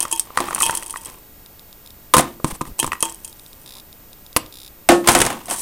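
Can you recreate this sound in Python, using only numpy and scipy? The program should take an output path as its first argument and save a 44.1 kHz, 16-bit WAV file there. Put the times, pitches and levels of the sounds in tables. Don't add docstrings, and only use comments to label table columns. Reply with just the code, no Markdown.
import sys
import numpy as np
from scipy import signal
from scipy.fft import rfft, irfft
from scipy.io import wavfile
from scipy.ndimage import uniform_filter1d

SR = 44100
rng = np.random.default_rng(int(sys.argv[2]) if len(sys.argv) > 2 else 0)


def unload_wav(signal):
    wavfile.write(
        sys.argv[1],
        SR,
        np.round(np.clip(np.atleast_2d(signal).T, -1, 1) * 32767).astype(np.int16),
    )


N = 247445
AGE = np.arange(SR // 2) / SR


def amp(db):
    return 10 ** (np.asarray(db) / 20)


def unit_rms(x):
    return x / np.sqrt(np.mean(x ** 2) + 1e-20)


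def curve_at(curve, hz):
    points_hz, values = np.transpose(curve)
    return np.interp(np.log(hz + 1), np.log(points_hz + 1), values)


def add(mix, start_s, sound):
    part = mix[max(round(start_s * SR), 0):][:len(sound)]
    part += sound[:len(part)]


def equalise(x, eq):
    gains = amp(curve_at(eq, np.fft.rfftfreq(len(x), 1 / SR)))
    return unit_rms(irfft(rfft(x) * gains, len(x)))


def noise(eq, samples=len(AGE)):
    return equalise(rng.standard_normal(samples), eq)


def decay(t60):
    return np.exp(-np.log(1000) * AGE / t60)


def decay_by_band(x, t60_curve):
    hz, t, bands = signal.stft(x, SR, nperseg=256)
    envelopes = np.exp(-np.log(1000) * t / curve_at(t60_curve, hz)[:, None])
    return signal.istft(bands * envelopes, SR, nperseg=256)[1][:len(x)]


def ring(modes, tilt_db=0, scatter_db=1, ratio=-1):
    octaves = np.log2(np.array(modes)[:, 0] / 1000)
    gains = amp(scatter_db * rng.standard_normal(len(modes)) + tilt_db * octaves)
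    return sum(ratio ** k * gains[k] * amp(db) * decay(t60) * np.sin(2 * np.pi * hz * AGE)
               for k, (hz, db, t60) in enumerate(modes))


def snap(eq, t60, tail_db, tail_t60):
    return noise(eq) * (decay(t60) + amp(tail_db) * decay(tail_t60))


def grains(per_s, spread_db):
    size = amp(spread_db * np.minimum(rng.exponential(1, N), 4))
    return size * rng.choice([-1, 1], N) * (rng.random(N) < per_s / SR)


# (frequency [Hz], level [dB], t60 [s])
TUB_WALL_MODES = [(332.9, -13, 0.43), (910, -4, 0.18), (935, -9.5, 0.026), (1033, -1, 0.036),
                  (1760, -20, 0.13), (2560, -3, 0.059), (2780, -3, 0.029), (3045, 3, 0.021),
                  (3201, -4, 0.086), (3250, -4.5, 0.13), (6580, -7.5, .07)]
# (frequency [Hz], level [dB])
PLASTIC_EQ = [(1500, -30.5), (4200, -15.5), (6000, -8), (6900, -11), (8200, -1), (9400, -0.5), (11500, -9),
              (16000, -23)]
# (frequency [Hz], level [dB])
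PATTER_EQ = [(60, -8.5), (350, -1), (650, -2.5), (1050, 7.5), (1400, -7.5), (1900, -4.5), (2500, -6.5),
             (3200, -8), (4500, -13.5), (9000, -18.5)]
# (time [s], crackle level [dB], patter level [dB])
SLIDE_FADERS = [
    [(0, -15, -28.5), (.07, -50, -38.5), (.15, -32.5, -47.5), (.35, -67, -45.5)],
    [(.35, -45, -41), (.41, -44.5, -27.5), (.58, -33.5, -33.5), (.63, -24.5, -28.5), (.75, -30, -34),
     (.83, -36.5, -38), (.97, -47, -62), (1.07, -36.5, -38.5), (1.2, -60.5, -51.5)],
    [(2.14, -22, -17.5), (2.215, -21, -26), (2.24, -46, -35), (2.35, -58, -53)],
    [(2.86, -57, -45), (3, -54, -55), (3.06, -36.5, -36.5), (3.25, -53, -76), (3.8, -58, -50.5)],
    [(5.04, -52, -27), (5.12, -25, -28), (5.22, -26, -23), (5.34, -67, -32.5), (5.45, -47, -42.5),
     (5.51, -25, -35), (5.61, -39.5, -43)],
]
def sliding_sprouts():
    t, out = np.arange(N) / SR, np.zeros(N)
    contacts = grains(per_s=340, spread_db=4.4)
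    scratch_power = uniform_filter1d(contacts ** 2, size=50)
    crackle = equalise(np.sqrt(abs(scratch_power)) * rng.standard_normal(N), PLASTIC_EQ)
    wall = unit_rms(signal.oaconvolve(contacts, ring(TUB_WALL_MODES, tilt_db=3))[:N])
    jostle_power = signal.oaconvolve(grains(per_s=350, spread_db=3) ** 2, decay(.016))[:N]
    patter = equalise(np.sqrt(abs(jostle_power)) * rng.standard_normal(N), PATTER_EQ)
    for faders in SLIDE_FADERS:
        times, crackle_db, patter_db = np.transpose(faders)
        out += (crackle + amp(-13) * wall) * amp(np.interp(t, times, crackle_db, -np.inf, -np.inf))
        out += patter * amp(np.interp(t, times, patter_db - 2, -np.inf, -np.inf))
    return out


# (frequency [Hz], level [dB])
ROOM_TONE_EQ = [(20, -2), (60, -5), (120, -11), (350, -14.5), (700, -18.5), (1500, -23.5), (3000, -27),
                (6500, -28), (9300, -26), (12000, -29.5), (15000, -39.5)]
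def room_tone(whine_hz=14455.4):
    whine = np.sqrt(2) * np.sin(2 * np.pi * whine_hz * np.arange(N) / SR)
    return amp(-47.5) * noise(ROOM_TONE_EQ, N) + amp(-48.5) * whine


# (time [s], level [dB], ping frequency [Hz], wall ring relative to the tick [dB])
TICK_CUES = [(.0044, -6, 8700, -25), (0.0283, -4.5, 8900, -26.5), (.114, -8.5, 8100, -22),
             (.126, -2.5, 9480, -17.5), (0.176, -19, 8640, -15), (0.1959, 0.5, 9220, -39),
             (.548, -4, 9300, -45), (.605, -7.5, 9000, -38), (0.622, 2, 8650, -30),
             (.630, -2.5, 8900, -12.5), (0.656, -8, 8100, -16), (0.664, -2, 9330, -17.5),
             (.709, -7.5, 9130, -24.5), (0.7511, -5, 9200, -27), (0.7728, -7, 9100, -24),
             (.862, -17.5, 9000, -21.5), (0.897, -16.5, 9300, -20.5), (.907, -12, 9400, -34),
             (.972, -18.5, 9050, -19), (1.057, -16.5, 8550, -24), (2.167, 0, 10270, -37),
             (2.7918, -5.5, 8100, -17), (2.799, 2, 8150, -20.5), (2.865, -12.5, 8430, -34),
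             (3.0057, -11, 9840, -28), (3.026, 3, 9060, -21.5), (3.0536, -13, 8060, -14.5),
             (3.096, -18, 8140, -23), (3.247, -14.5, 9650, -27.5), (3.278, -25, 9000, -25),
             (5.5, -11, 8670, -18.5)]
def tub_ticks(ping_spread_hz=684):
    out = np.zeros(N)
    shimmer_hz = np.linspace(2000, 12000, num=70) + rng.uniform(-70, 70, size=70)
    shimmer_gains = amp(curve_at(PLASTIC_EQ, shimmer_hz))
    shimmer_modes = shimmer_gains[:, None] * np.sin(2 * np.pi * shimmer_hz[:, None] * AGE)
    for s, db, ping_hz, wall_db in TICK_CUES:
        t60 = .019 * 2 ** (-db / 26)
        cluster_hz = ping_hz + ping_spread_hz * rng.uniform(-1.2, 1, size=3)
        ping = amp(-11.5) * ring([(hz, 0, t60) for hz in cluster_hz])
        shimmer = unit_rms(rng.standard_normal(len(shimmer_hz)) @ shimmer_modes) * decay(.073)
        crack = amp(-14) * snap(PLASTIC_EQ, t60, tail_db=-23, tail_t60=.061)
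        attack = amp(-6) * noise(PLASTIC_EQ) * decay(.0037)
        wall = amp(wall_db - 1.5) * ring(TUB_WALL_MODES, scatter_db=1.2)
        add(out, s, amp(db) * (attack + crack + ping + amp(-21.5) * shimmer + wall))
    return out


# (frequency [Hz], level [dB], t60 [s])
TAP_MODES = [(524, -19, 0.011), (999, -4.5, 0.023), (1180, -0.5, 0.016), (1370, -3, 0.0075),
             (1906, -9.5, 0.02), (2600, -15.5, 0.013)]
# (frequency [Hz], level [dB])
CLICK_EQ = [(300, 8), (1500, 4.5), (3000, 2.5), (4500, -2), (7000, 0.5), (9300, 5), (12000, -5.5),
            (16000, -17)]
# (time [s], level [dB], hardness as tilt [dB/octave])
BEAN_CUES = [(0.052, -11.5, -5.5), (0.3042, -27, -18), (0.3737, -1, -1.5), (.386, -15, 3), (.486, -19, 2),
             (.508, -12.5, -2.5), (.529, -17.5, 2), (0.561, -20, 5), (.58, -19.5, 4), (0.61, -12, 2),
             (0.6959, -9.5, 3), (0.728, -16.5, -7), (0.825, -26.5, 10.5), (0.94, -24, -3), (.959, -20, 2),
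             (2.4, -30, -22), (2.653, -23, -5), (2.919, -16.5, 10), (2.931, -12.5, 7.5), (2.953, -30, 11),
             (3.029, -10, -8)]
def bean_taps():
    out = np.zeros(N)
    for s, db, tilt_db in BEAN_CUES:
        click = amp(-12.5 + .413 * tilt_db) * snap(CLICK_EQ, t60=.026, tail_db=-27, tail_t60=.17)
        tap = ring(TAP_MODES, tilt_db, scatter_db=4)
        add(out, s, amp(db) * (tap + click))
    return out


# (frequency [Hz], level [dB], t60 [s])
CUP_FLOOR_MODES = [(504, -21.5, 0.046), (1000.5, -3, 0.02), (1216, -3.5, 0.013), (1444, -35.5, 0.0173),
                   (1950, -26.5, 0.011), (2510, -18.5, 0.0058)]
# (frequency [Hz], level before roll-off [dB], t60 [s])
THUD_MODES = [(168, -15.5, 0.056), (249.6, -7, 0.039), (315, -4.5, 0.067), (467, -22, 0.097)]
# (time [s], cup floor level [dB], thud level [dB], hardness as tilt [dB/octave])
KNOCK_CUES = [(0.374, -11, -20, -1), (.4035, -8.5, -20, 3.5), (2.138, 15.5, -8, 1.5), (2.142, 5, -9, 2.5),
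              (2.1676, 4, 1.5, 1), (2.1813, -2.5, 3, 3), (2.193, -4.5, -4, 4), (2.4447, -6, 0, -2.5),
              (2.6099, -10, -38, -5), (2.614, -12, -7.5, -2), (2.829, -31, -6.5, 4.5),
              (2.844, -8, -11.5, -0.5), (2.876, -16, -20, 2), (4.364, -2, -4, 5.5), (4.3675, -21, -17, 6.5)]
# (frequency [Hz], level [dB])
SKID_EQ = [(5000, -16), (8000, -29.5), (10000, -2.5), (12300, -1), (14000, -14)]
# (time [s], length [s], level [dB])
SKID_CUES = [(4.368, 0.0048, -12)]
def cup_knocks(rebound_s=.0075, rebound_db=-13, thud_pivot_hz=281):
    out = np.zeros(N)
    for s, floor_db, thud_db, tilt_db in KNOCK_CUES:
        click_gain = (amp(floor_db - 14.5) + amp(thud_db - 15.5)) * amp(1.52 * tilt_db)
        thud_gain = amp(thud_db - 1 + tilt_db * np.log2(1000 / thud_pivot_hz))
        for delay_s, gain in (0, 1), (rebound_s, amp(rebound_db)):
            click = click_gain * snap(CLICK_EQ, t60=.021, tail_db=-30.5, tail_t60=.1)
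            thud = thud_gain * ring(THUD_MODES, tilt_db, ratio=.57)
            cup_floor = amp(floor_db) * ring(CUP_FLOOR_MODES)
            add(out, s + delay_s, gain * (cup_floor + thud + click))
    for s, length_s, db in SKID_CUES:
        add(out, s, amp(db) * noise(SKID_EQ) * (AGE < length_s))
    return out


# (frequency [Hz], level [dB], t60 [s])
STEEL_MODES = [(198, -22, .6), (261, -16, .45), (287, -7, .12), (332, -4, .1), (352, -1, .105),
               (344, -13.5, .5), (513, -15, .16), (549, -17, .3), (715, -16, .26), (792, -18, .2),
               (1099, -17, .22), (1272, -20, .25), (1504, -22, .28), (1786, -23, .3)]
# (frequency [Hz], level [dB], t60 [s])
TUB_BOTTOM_MODES = [(521.4, -12.5, 0.12), (595, 1.5, 0.018), (699, 2.5, 0.039), (818.4, -7.5, 0.12)]
# (frequency [Hz], level [dB])
WASH_EQ = [(30, -20.5), (70, -26), (130, -9), (250, 4.5), (420, -4), (700, 0.5), (1100, 2.5), (1500, 1.5),
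           (2800, -4), (4500, -13.5), (9000, -13.5), (15000, -31)]
# (frequency [Hz], t60 [s])
WASH_DECAY = [(200, 0.49), (700, 0.22), (2000, 0.14), (9000, 0.22), (15000, 0.17)]
# (time [s], level [dB], edge [0 flat landing to 1 sharp edge])
CLATTER_CUES = [(0.4046, -21.5, 0.064), (2.167, -16.5, 0.78), (2.195, -11.5, 0.25), (4.8891, 4, 0.21),
                (4.918, -7, 0.044), (5.074, -9.5, 0.97), (5.086, -1, 1), (5.15, -2, 0.48),
                (5.158, -13, 0.16), (5.203, -15, 1), (5.216, -8.5, 0.91), (5.251, -19, .9),
                (5.264, -12.5, 0.69), (5.302, -17.5, 0.45), (5.328, -23.5, 0.31), (5.483, -25, 0.28),
                (5.511, -18.5, 0.45)]
def counter_clatter():
    out = np.zeros(N)
    for s, db, edge in CLATTER_CUES:
        wash = amp(-11) * decay_by_band(noise(WASH_EQ), WASH_DECAY)
        crack = amp(-10 + 16.5 * edge) * snap(CLICK_EQ, t60=.031, tail_db=-24.5, tail_t60=.41)
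        boom = amp(2.5 - 21 * edge) * ring(STEEL_MODES, tilt_db=5.5 * edge)
        tub_bottom = amp(2.5 - 15.5 * edge) * ring(TUB_BOTTOM_MODES)
        add(out, s, amp(db) * (boom + tub_bottom + wash + crack))
    return out


# (time [s], length [s], level [dB])
BUMP_CUES = [(.6, 0.15, -47.5), (2.516, 0.035, -30.5), (2.663, 0.075, -37), (2.836, 0.083, -36.5)]
def hand_bumps():
    out = np.zeros(N)
    rumble = noise(eq=[(25, 6.5), (70, -5), (200, -8), (800, -42)], samples=N)
    for s, length_s, db in BUMP_CUES:
        swell = np.hanning(round(length_s * SR))
        bump = rumble[round(s * SR):][:len(swell)] * swell
        add(out, s, amp(db) * unit_rms(bump))
    return out


# (frequency [Hz], level [dB])
PULSE_EQ = [(1500, -30), (2700, -12), (3600, 0), (4400, -6), (5100, 0), (6000, -14), (8000, -10),
            (11500, -6), (13000, -20)]
# (time [s], pulses [count], period [s])
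PULSE_RUNS = [(1.462, 4, .1335), (1.875, 2, .031), (3.329, 4, .0675), (3.666, 10, .0153), (3.929, 2, .203),
              (4.265, 2, .065), (4.463, 1, .1335), (4.53, 11, .0153)]
def interference(buzz_below_s=.02, partner_lead_s=.004):
    out = np.zeros(N)
    burst = irfft(np.exp(2j * np.pi * rng.random(size=33)))
    pulse = equalise(np.pad(burst, 96), PULSE_EQ)
    centre_s = len(pulse) / 2 / SR
    for s, count, period_s in PULSE_RUNS:
        buzzing = period_s < buzz_below_s
        for onset_s in s - centre_s + period_s * np.arange(count):
            add(out, onset_s, amp(-45.5 if buzzing else -42) * pulse)
            if buzzing:
                add(out, onset_s - partner_lead_s, amp(-40.5) * pulse)
    return out


# (time [s], length [s], level [dB], body relative to the hiss [dB])
RUB_CUES = [(2.459, 0.043, -34, -1.5), (2.498, 0.027, -32, 3), (2.534, 0.034, -36.5, -2.5),
            (2.659, 0.031, -43, 2.5), (2.782, 0.011, -36, -6), (5.495, 0.066, -25, -5.5),
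            (5.554, .12, -26, -20)]
def tub_rubs():
    out = np.zeros(N)
    for s, length_s, db, body_db in RUB_CUES:
        hiss = noise(PLASTIC_EQ)
        body = amp(body_db) * noise(PATTER_EQ)
        arch = np.sin(np.pi * np.minimum(AGE / length_s, 1))
        add(out, s, amp(db) * arch * (hiss + body))
    return out


# (frequency [Hz], t60 [s])
ROOM_DECAY = [(150, 0.52), (1000, 0.29), (4000, 0.28), (14000, 0.077)]
def room_reverb(x, predelay_s=.006):
    tail = decay_by_band(rng.standard_normal(len(AGE)), ROOM_DECAY) * (AGE > predelay_s)
    return signal.fftconvolve(x, tail / np.linalg.norm(tail))[:N]


def scene():
    foley = tub_ticks() + bean_taps() + cup_knocks() + counter_clatter() + sliding_sprouts() + tub_rubs()
    return (foley + amp(-19) * room_reverb(foley) + hand_bumps() + room_tone() + interference())[None]


def record(dry, ceiling=.74, cutoff_hz=16200):
    lowpass = signal.firwin(255, cutoff_hz, window=("kaiser", 8), fs=SR)
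    return signal.oaconvolve(np.clip(dry, -ceiling, ceiling), lowpass[None], "same")


dry = scene()
out = record(dry)
unload_wav(out)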